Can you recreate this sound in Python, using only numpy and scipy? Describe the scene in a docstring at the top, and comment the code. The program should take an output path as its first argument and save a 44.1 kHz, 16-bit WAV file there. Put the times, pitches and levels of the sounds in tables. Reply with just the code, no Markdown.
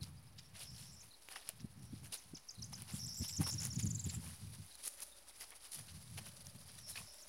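"""Camels and a man on foot walk past on a stony track in open country. Each footfall loads stones, gravel
and sand, whose many small impacts excite damped resonances; trapped stones rattle and pebbles snap.
In the bushes a finch sings a fast jingle of frequency sweeps from the two sides of its syrinx.
Far off a frog or toad croaks in amplitude-modulated pulses, and over a faint hush of air
the turbulent pressure of gusts rumbles on the microphone."""
import sys
import numpy as np
from scipy import signal
from scipy.fft import rfft, irfft
from scipy.io import wavfile
from scipy.ndimage import uniform_filter1d

SR = 44100
rng = np.random.default_rng(int(sys.argv[2]) if len(sys.argv) > 2 else 0)


def wav_record(signal):
    """Record a signal, one row per channel, as 16-bit PCM in the file named by sys.argv[1]."""
    frames = np.transpose(np.atleast_2d(signal))
    bounded = np.clip(frames, -1, 1)
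    # unit amplitude maps onto the largest positive 16-bit level
    quanta = np.round(bounded * 32767).astype(np.int16)
    wavfile.write(sys.argv[1], SR, quanta)


N = 321048
T = np.arange(N) / SR

# the finch's jingles: start_s, gain_db, tilt_db_per_2khz
JINGLES = [(0.556,-15,-0.5), (2.917,-0.5,-0.5), (6.771,-15.5,-4)]


def undb(db):
    """Decibels to amplitude ratio."""
    return 10 ** (np.asarray(db) / 20)


def curve(rows):
    """Linear interpolation between rows of time_s, value."""
    return np.interp(T, *np.transpose(rows))


def unit(x):
    """Normalisation to rms 1."""
    return x / np.sqrt(np.mean(x ** 2))


def add(out, start_s, x):
    """Superposition of x on out from start_s."""
    i = max(int(start_s * SR), 0)
    out[i:i + len(x)] += x[:max(N - i, 0)]


def noise():
    """White Gaussian noise of rms 1."""
    return rng.standard_normal(N)


def wander(first_hz, second_hz):
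    """Slow fluctuation of rms 1: noise through two moving averages, each one period long."""
    return unit(uniform_filter1d(uniform_filter1d(noise(), SR // first_hz), SR // second_hz))


def colour(x, points):
    """Minimum-phase filter of unit power gain, shaped by points of frequency_hz, relative_db."""
    hz, db = np.transpose(points)
    grid = np.maximum(np.fft.rfftfreq(8192, 1 / SR), 1)
    cepstrum = irfft(np.log(undb(np.interp(np.log(grid), np.log(hz), db))))
    half = len(cepstrum) // 2
    cepstrum[1:half] *= 2
    cepstrum[half + 1:] = 0
    response = irfft(np.exp(rfft(cepstrum)))[:half]
    return signal.fftconvolve(x, response / np.linalg.norm(response))[:N]


def ring(x, hz, q):
    """Response of one damped resonator."""
    return signal.lfilter(*signal.iirpeak(hz, q, fs=SR), x)


def steady(x, span_s):
    """Division by the running rms evens the power and leaves the finer grain."""
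    power = np.abs(uniform_filter1d(x ** 2, int(span_s * SR)))
    return x / np.sqrt(power + 1e-9)


def taper(u, edge):
    """Envelope with quarter-sine ends, each a share `edge` of u from 0 to 1."""
    return np.sin(np.pi / 2 * np.clip(np.minimum(u, 1 - u) / edge, 0, 1))


def chirp(hz, overtone_db):
    """A tone and its second harmonic; phase is the integral of frequency."""
    phase = 2 * np.pi * np.cumsum(hz) / SR
    return np.sqrt(2) * (np.sin(phase) + undb(overtone_db) * np.sin(2 * phase))


def scatter(x, t60_s, wet_db):
    """Diffuse reflection from bushes and banks: an exponentially decaying tail."""
    t = T[:SR // 2]
    tail = rng.standard_normal(len(t)) * undb(-60 * t / t60_s) * (t > .004)
    return undb(wet_db) * signal.fftconvolve(x, tail / np.linalg.norm(tail))[:N]


def grains(per_s, spread_db, rub, q, sizes=18):
    """Random impacts, many weak and a few strong, ring particles of each size over friction noise."""
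    out = np.zeros(N)
    hits = int(per_s * N / SR / sizes)
    for hz in np.geomspace(300, 15000, sizes):
        when, force, sign = rng.random((hits, 3)).T
        impact_db = spread_db * np.minimum(-np.log(1 - force), 4)
        clicks = np.zeros(N)
        clicks[(when * N).astype(int)] = np.sign(sign - .5) * undb(impact_db)
        out += ring(clicks, hz, q)
    return steady(unit(out) + rub * noise(), span_s=0.02)


def far_air():
    """Ambient hush as (mid, side); uncorrelated noises give it a little width."""
    # spectrum of the hush: frequency_hz, relative_db
    mid_spectrum = [(25,-20.5), (60,-12.5), (116,-29.5), (274,-25), (582,-27), (826,-25), (1500,-29.5),
                    (2630,-31.5), (3440,-35.5), (4870,-33.5), (6210,-51.5), (9810,-40.5), (15500,-41)]
    side_spectrum = [(60, -7), (600, 5), (1500, 0.5), (4000, -7.5), (8000, -19), (13000, -8)]
    return undb(-70) * colour(noise(), mid_spectrum), undb(-80.5) * colour(noise(), side_spectrum)


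def wind(calm_db=-89, flutter_db=3.5, sag_db_per_s=20, edge_db_per_s=394):
    """Turbulent pressure: gusts swell and sag, and buffets shed smaller eddies of higher frequency."""
    # gusts: start_s, strongest_s, end_s, level_db, small_eddies_db
    gusts = [(0,0.016,0.73,-56,-19), (.65,.8,1.08,-58.5,-30), (1.536,1.933,2.1,-55,-10),
             (2.262,2.34,2.36,-64,-16), (2.59,2.617,2.83,-52.5,-20), (2.893,3.052,3.26,-53,-15.5),
             (3.328,3.844,4.33,-41.5,-16.5), (4.406,4.43,4.63,-53,-23.5), (5.782,6.1,6.7,-54.5,-21.5),
             (6.7,7.035,7.05,-61,-24)]
    # sharp buffets: centre_s, half_length_s, level_db
    buffets = [(0.027,0.017,-43.5), (1.651,0.008,-42.5), (1.935,.012,-47), (2.34,0.0066,-47.5),
               (2.585,0.0048,-49), (2.943,0.01,-40), (3.214,0.016,-38.5), (3.407,0.018,-32.5),
               (4.439,.025,-47), (4.602,0.025,-49), (6.2,0.017,-52)]
    # spectrum of the large eddies: frequency_hz, relative_db
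    large_spectrum = [(25,-77), (50,-10), (80,7.5), (120,8), (170,3.5), (225,-6), (300,-20), (400,-28.5),
                      (700,-51.5), (1300,-82)]
    small_spectrum = [(100, -21.5), (220, 6.5), (320, -4), (450, -18), (800, -30), (2000, -72)]
    gust = np.full(N, undb(calm_db))
    for start, strongest, end, db, _ in gusts:
        outside_s = np.abs(T - np.clip(T, start, end))
        gust += undb(db - sag_db_per_s * np.abs(T - strongest) - edge_db_per_s * outside_s)
    gust *= undb(flutter_db * wander(37, 37))
    for centre, half, db in buffets:
        gust = np.maximum(gust, undb(db) * np.exp(-((T - centre) / half) ** 2))
    small_share = undb(curve([(strongest, db) for _, strongest, _, _, db in gusts]))
    large = steady(colour(noise(), large_spectrum), span_s=0.0282)
    small = small_share * steady(gust, span_s=0.2) * colour(noise(), small_spectrum)
    return signal.sosfilt(signal.butter(2, 60, "high", fs=SR, output="sos"), gust * (large + small))


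def croaks(pulses_per_s=28.5):
    """A distant frog or toad: amplitude modulation divides a hollow tone into even pulses."""
    # croaking trills: start_s, length_s, pitch_hz, level_db
    trills = [(4.785,0.47,565.5,-70.5), (6.219,0.42,558,-70.5), (6.862,0.055,594,-65.5),
              (7.067,0.21,582,-68.5)]
    out = np.zeros(N)
    for start, length, hz, db in trills:
        t = T[:int(length * SR)]
        pulses = np.sin(np.pi * pulses_per_s * t) ** 2
        tone = chirp(hz * (1 + 0.0294 * pulses), overtone_db=-45)
        add(out, start, undb(db) * pulses ** 2 * taper(t / length, edge=0.052) * tone)
    return out


def excerpt(x, length_s):
    """A randomly chosen stretch of x."""
    return x[rng.integers(N // 2):][:int(length_s * SR)]


def jingle_notes(wobble, unevenness=0.43):
    """Two-voice song: one side of the syrinx sweeps repeatedly downward, the other upward."""
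    # syllables of each voice: delay_s, length_s, sweeps_per_s, level_db
    low_voice = [(0.073,0.025,100,-49.5), (0.097,0.049,99,-46.5), (.158,.063,280,-47),
                 (0.224,0.072,130,-50), (.298,0.061,260,-46.5), (.36,.044,75,-49), (0.407,.045,110,-46.5)]
    high_voice = [(.005,0.078,60,-56), (0.146,0.0089,160,-46.5), (0.223,0.011,59,-48), (0.251,0.046,85,-49),
                  (.362,.042,165,-48.5)]
    for start, song_db, tilt_db in JINGLES:
        for first_hz, last_hz, syllables in (6090, 4940, low_voice), (6650, 8000, high_voice):
            for delay, length, rate, db in syllables:
                drift = excerpt(wobble, length)
                u = np.linspace(0, 1, len(drift))
                turns = np.cumsum(rate * (1 + unevenness * drift)) / SR
                sweep = turns % 1
                jitter = rng.standard_normal(64)[turns.astype(int) % 64]  # one value per sweep
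                hz = (first_hz + (last_hz - first_hz) * sweep ** .8) * (1 + .03 * drift + .014 * jitter)
                gain = undb(tilt_db * (hz - 5500) / 2000 + 1.8 * drift + 1.5 * jitter)
                envelope = gain * taper(u, edge=0.061) * taper(sweep, edge=0.35)
                yield start + delay, db + song_db, envelope * chirp(hz, overtone_db=-21)


def whistle_score(flick_gap_s=0.014, trill_gap_s=0.0312, slowing_s=0.0023):
    """The finch's frequency glides, as rows of start_s, level_db, shape."""
    # distant pips, lone slurs and two-part calls: start_s, level_db
    pips = [(.008,-57), (1.106,-62), (1.134,-61), (2.549,-64), (2.583,-60), (2.614,-63), (4.708,-61.5),
            (4.74,-61), (5.88,-60), (6.693,-67), (6.922,-59)]
    slurs = [(2.171,-57.5)]
    calls = [(2.346,-50.5), (2.485,-47.5), (2.62,-46), (2.731,-48)]
    # a held note and a run of flicks: start_s, run_length_s, level_db
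    flourishes = [(3.485,0.04,-42.5), (3.578,0.076,-44), (3.7,0.0053,-47)]
    # shapes: length_s, first_hz, middle_hz, last_hz
    pip, slur = (0.0183, 4520, 4060, 3740), (0.025, 8000, 6350, 5100)
    slide, hook = (0.017, 6600, 5330, 4830), (0.0113, 8300, 6150, 6600)
    held, flick = (0.0248, 5650, 5550, 5000), (0.012, 7550, 6600, 4440)
    trill_first, trill_last = (0.015, 6500, 6700, 4200), (0.019, 7800, 7300, 6700)
    undertone = (0.0095, 5200, 4800, 4700)
    notes = [(s, db, pip) for s, db in pips]
    notes += [(s, db, slur) for s, db in slurs]
    notes += [(s + 0.446, db - 42, slur) for s, db, _ in JINGLES]  # a slur closes each jingle
    for s, db in calls:
        notes += [(s, db, slide), (s + 0.02, db - 4, hook)]
    for s, length, db in flourishes:
        notes.append((s, db, held))
        notes += [(s + 0.022 + k * flick_gap_s, db, flick) for k in range(round(length / flick_gap_s))]
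    # the trill slows, rises, swells and fades over a faint second voice
    stroke_s = 3.724
    for k, u in enumerate(np.linspace(0, 1, 11)):
        shape = (1 - u) * np.array(trill_first) + u * np.array(trill_last)
        fade_db = -5.5 * (2 * u - 1) ** 2
        notes += [(stroke_s, -42 + fade_db, shape), (stroke_s, -58 + 2 * fade_db, undertone)]
        stroke_s += trill_gap_s + k * slowing_s
    return notes


def whistle_notes(wobble, waver=0.024):
    """Nearly pure tones glide along parabolas of frequency, wavering slightly."""
    for start, db, (length, *pitches) in whistle_score():
        drift = excerpt(wobble, length)
        u = np.linspace(0, 1, len(drift))
        hz = np.polyval(np.polyfit([0, .5, 1], pitches, 2), u)
        hz *= 1 + waver * drift + .01 * rng.standard_normal()
        yield start, db, taper(u, edge=0.31) * undb(1.5 * drift) * chirp(hz, overtone_db=-28)


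def buzz_notes(wobble, flutter_hz=200):
    """Fast modulation of amplitude and frequency adds sidebands, heard as a buzz."""
    # buzzy notes: start_s, length_s, pitch_hz, level_db
    buzzes = [(.169,.023,4800,-67.5), (.268,.02,5000,-69), (0.44,.045,5400,-70.5), (0.666,0.048,5250,-58.5),
              (1.782,0.15,5600,-74.5), (3.432,0.056,5400,-45), (3.978,0.026,4000,-61),
              (5.116,.024,3680,-63.5), (6.765,.08,5730,-65), (6.825,0.1,5360,-57.5),
              (7.056,0.082,5300,-63.5)]
    for start, length, hz, db in buzzes:
        t = T[:int(length * SR)]
        flutter = np.sin(2 * np.pi * flutter_hz * t)
        tone = chirp(hz * (1 + 0.04 * flutter + 0.025 * excerpt(wobble, length)), overtone_db=-22)
        yield start, db, taper(t / length, edge=0.26) * (1 + 0.2 * flutter) * tone


def finch(echo_db_per_db=0.23):
    """Direct song plus reflections: faint notes are farther off, so more of their sound is echo."""
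    direct, echo = np.zeros(N), np.zeros(N)
    wobble = unit(colour(noise(), [(100, -9), (500, -2), (1500, -30)]))

    def sing(notes):
        for start, db, note in notes:
            add(direct, start, undb(db) * note)
            add(echo, start, undb(db + echo_db_per_db * np.clip(-33 - db, 0, 20)) * note)

    sing(jingle_notes(wobble))
    # nonlinear coupling of the jingle's two voices adds their sum tone
    sum_tone = undb(41.5) * ring(ring(direct ** 2, hz=13800, q=4.7), hz=13100, q=10)
    sing(whistle_notes(wobble))
    sing(buzz_notes(wobble))
    lingering = undb(-13.5) * ring(direct, hz=5450, q=32)
    twigs = scatter(direct, t60_s=0.038, wet_db=-16)
    banks = scatter(echo, t60_s=0.28, wet_db=-15.5)
    return undb(-1) * direct + lingering + sum_tone + twigs + banks


def loose_grit(clump_db=2.5):
    """Friction of grit in little slides between footfalls, louder as the animals come close."""
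    # course of the rustle: time_s, relative_db
    levels = [(0,-71), (1.2,-66), (1.8,-68), (2.6,-65.5), (3,-61), (3.5,-58.5), (4.4,-59), (5.2,-63),
              (6,-59.5), (6.55,-61), (7.28,-59)]
    spectrum = [(150, -41), (500, -10), (1500, -10.5), (3000, -9), (5000, -3.5), (7500, -11),
                (9300, -3), (10100, 2), (11000, -5), (12500, -13.5), (15500, -17.5)]
    envelope = undb(curve(levels) - 2 + clump_db * wander(60, 90))
    return colour(envelope * grains(per_s=4000, spread_db=4.5, rub=1.44, q=7.4), spectrum)


def pebbles(ring_s=0.00038, crack_s=0.0038):
    """A hard impact gives a few cycles of damped ringing and a short crack of noise."""
    # pebbles snapping together: start_s, level_db, pitch_hz
    snaps = [(1.287,-34,2520), (1.2884,-45,6630), (1.4904,-21.5,10200), (1.4942,-41,9250),
             (2.821,-30,10000), (3.421,-37,9750), (3.6525,-21,10000), (3.67,-27,9800), (3.856,-32,10100),
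             (4.754,-36.5,9850), (4.8749,-32,9400), (5.004,-32.5,10300), (5.506,-36,10000),
             (6.4689,-34,6000)]
    out, t = np.zeros(N), T[:SR // 50]
    for start, db, hz in snaps:
        tone = np.sin(2 * np.pi * hz * t) * np.exp(-t / ring_s)
        crack = 0.11 * rng.standard_normal(len(t)) * np.exp(-t / crack_s)
        add(out, start, undb(db) * (tone + crack))
    return out


def rattles(knocks_per_s=900, fade_s=0.013):
    """Repeated impacts on its neighbours excite one resonance of a trapped stone."""
    # larger stones under a foot: start_s, pitch_hz, level_db
    trapped_stones = [(.031,4600,-47.5), (.61,2770,-54), (1.358,1900,-48), (1.4902,644,-56.5),
                      (1.4904,2870,-54.5), (2.127,2800,-58), (2.13,4800,-54), (3.243,3100,-51),
                      (3.41,810,-47.5), (3.466,930,-49), (5.41,2100,-54.5), (6.177,2400,-51.5),
                      (6.957,1830,-51), (6.973,2500,-44.5)]
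    out, t = np.zeros(N), T[:SR // 8]
    for start, hz, db in trapped_stones:
        contacts = rng.random(len(t)) < knocks_per_s / SR
        knocks = contacts * rng.standard_normal(len(t)) * np.exp(-t / fade_s)
        knocks[0] += 1.5
        tone = ring(knocks, hz, q=7)
        add(out, start, undb(db) * tone * np.sqrt(fade_s * SR / 2 / np.sum(tone ** 2)))
    return out


def footsteps(rise_share=0.42, sharpness=1.82, settle_s=0.14, settle_db=-14):
    """Granular noise follows each foot's load, then the ground settles; incoherent sounds add in power."""
    # footfalls and scuffs: peak_s, length_s, stones_db, gravel_db, sand_db
    steps = [(0.03,0.04,-72,-70,-59), (0.073,0.055,-68,-74,-69.5), (0.391,0.023,-80,-57.5,-72),
             (0.565,0.05,-61.5,-63.5,-62), (0.616,0.075,-64,-59.5,-55), (.8,.16,-72,-66,-61),
             (1.036,0.083,-70,-76,-65), (1.32,.05,-58.5,-62.5,-57), (1.365,0.03,-52.5,-59,-57),
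             (1.415,0.093,-70.5,-69.5,-68), (1.482,0.052,-65.5,-64,-62), (1.603,0.026,-68,-64,-85),
             (1.957,0.11,-76,-72,-67.5), (2.053,.05,-64,-73,-58), (2.127,.01,-74,-55,-48),
             (2.14,0.038,-58,-53.5,-47), (2.375,0.032,-70.5,-66,-71), (2.731,0.015,-57.5,-62,-53.5),
             (2.796,0.086,-65.5,-67.5,-63.5), (2.9,0.062,-61,-61.5,-58.5), (2.958,0.072,-68,-65.5,-52.5),
             (3.24,0.055,-63.5,-59.5,-52), (3.296,0.02,-80,-56,-64), (3.419,0.04,-51,-65,-46),
             (3.472,0.021,-52.5,-57,-46), (3.492,0.027,-56.5,-59,-46), (3.633,0.072,-57.5,-63.5,-53.5),
             (3.8,0.033,-66,-55.5,-50.5), (4.062,0.039,-66.5,-62.5,-56), (4.1,.029,-76,-55.5,-74),
             (4.14,0.05,-61.5,-76,-54), (4.264,0.15,-63.5,-67.5,-57.5), (4.847,0.041,-77,-59.5,-51),
             (4.865,0.042,-68,-66,-46), (4.878,0.01,-78,-76,-40), (4.997,0.058,-64.5,-72,-67),
             (5.026,0.025,-76,-63,-45.5), (5.292,0.051,-68,-71,-65), (5.415,0.039,-62,-61,-51.5),
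             (5.438,.017,-59,-61,-61), (5.524,0.036,-60.5,-76,-72), (5.651,0.064,-67,-65.5,-61),
             (5.721,0.0096,-76,-68,-51.5), (5.743,0.053,-70,-60,-49), (5.79,0.02,-56.5,-60.5,-54.5),
             (5.891,0.034,-64.5,-65,-64), (6.184,0.02,-50.5,-57,-51), (6.267,0.035,-61,-66,-57),
             (6.464,0.026,-81,-75,-61), (6.692,0.034,-65.5,-65,-66), (6.901,0.048,-75,-64,-49.5),
             (6.962,0.019,-62,-53,-59), (6.984,0.077,-59,-64,-55.5)]
    # spectra of dull stones, mid gravel and bright sand, with the microphone ringing near 10 kHz:
    # frequency_hz, relative_db
    stone_spectrum = [(150,-29.5), (400,-8), (800,-2.5), (1500,-5), (2100,-5), (3200,-7), (6000,-46.5)]
    gravel_spectrum = [(900,-31), (1700,-7.5), (2600,0), (4000,2.5), (5200,5), (6800,-6.5), (9000,-13.5),
                       (15000,-21)]
    sand_and_microphone = [(3000,-19), (5500,-10), (8200,-12.5), (9300,-2.5), (10000,1.5), (11000,-8),
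                           (12500,-11), (15500,-21.5)]
    power = np.zeros((3, N))
    for peak, length, *db in steps:
        near = slice(max(int((peak - 2 * length) * SR), 0), int((peak + 1) * SR))
        t = T[near] - peak
        rising = -t / (rise_share * length)
        falling = t / ((1 - rise_share) * length)
        load = undb(-10 * np.maximum(rising, falling) ** sharpness)
        settling = undb(settle_db - 10 * np.maximum(rising, t / settle_s) ** sharpness)
        power[:, near] += np.outer(undb(db) ** 2, load ** 2 + settling ** 2 * length / 0.065)
    stones = colour(grains(per_s=4000, spread_db=4.5, rub=.25, q=8, sizes=25), stone_spectrum)
    gravel = colour(grains(per_s=7000, spread_db=4.2, rub=.2, q=10, sizes=32), gravel_spectrum)
    sand = colour(grains(per_s=8000, spread_db=4.0, rub=.6, q=2.1), sand_and_microphone)
    stone_load, gravel_load, sand_load = np.sqrt(power)
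    return (undb(0.33) * stone_load * steady(stones, span_s=0.048)
            + undb(4.5) * gravel_load * steady(gravel, span_s=0.03)
            + undb(1) * sand_load * sand)


def scene():
    """Mid-side stereo: the sources add in the centre, and only the far air has width."""
    ground = footsteps() + rattles() + loose_grit() + pebbles()
    air, side = far_air()
    mid = ground + scatter(ground, t60_s=0.18, wet_db=-26) + finch() + croaks() + wind() + air
    return np.array([mid + side, mid - side])


def record(dry, cutoff_hz=15850, offset=-0.00043):
    """A steep low-pass filter cuts the top treble; the signal rests slightly off zero."""
    return signal.sosfilt(signal.ellip(10, .2, 70, cutoff_hz, fs=SR, output="sos"), dry) + offset


dry = scene()
out = record(dry)
wav_record(out)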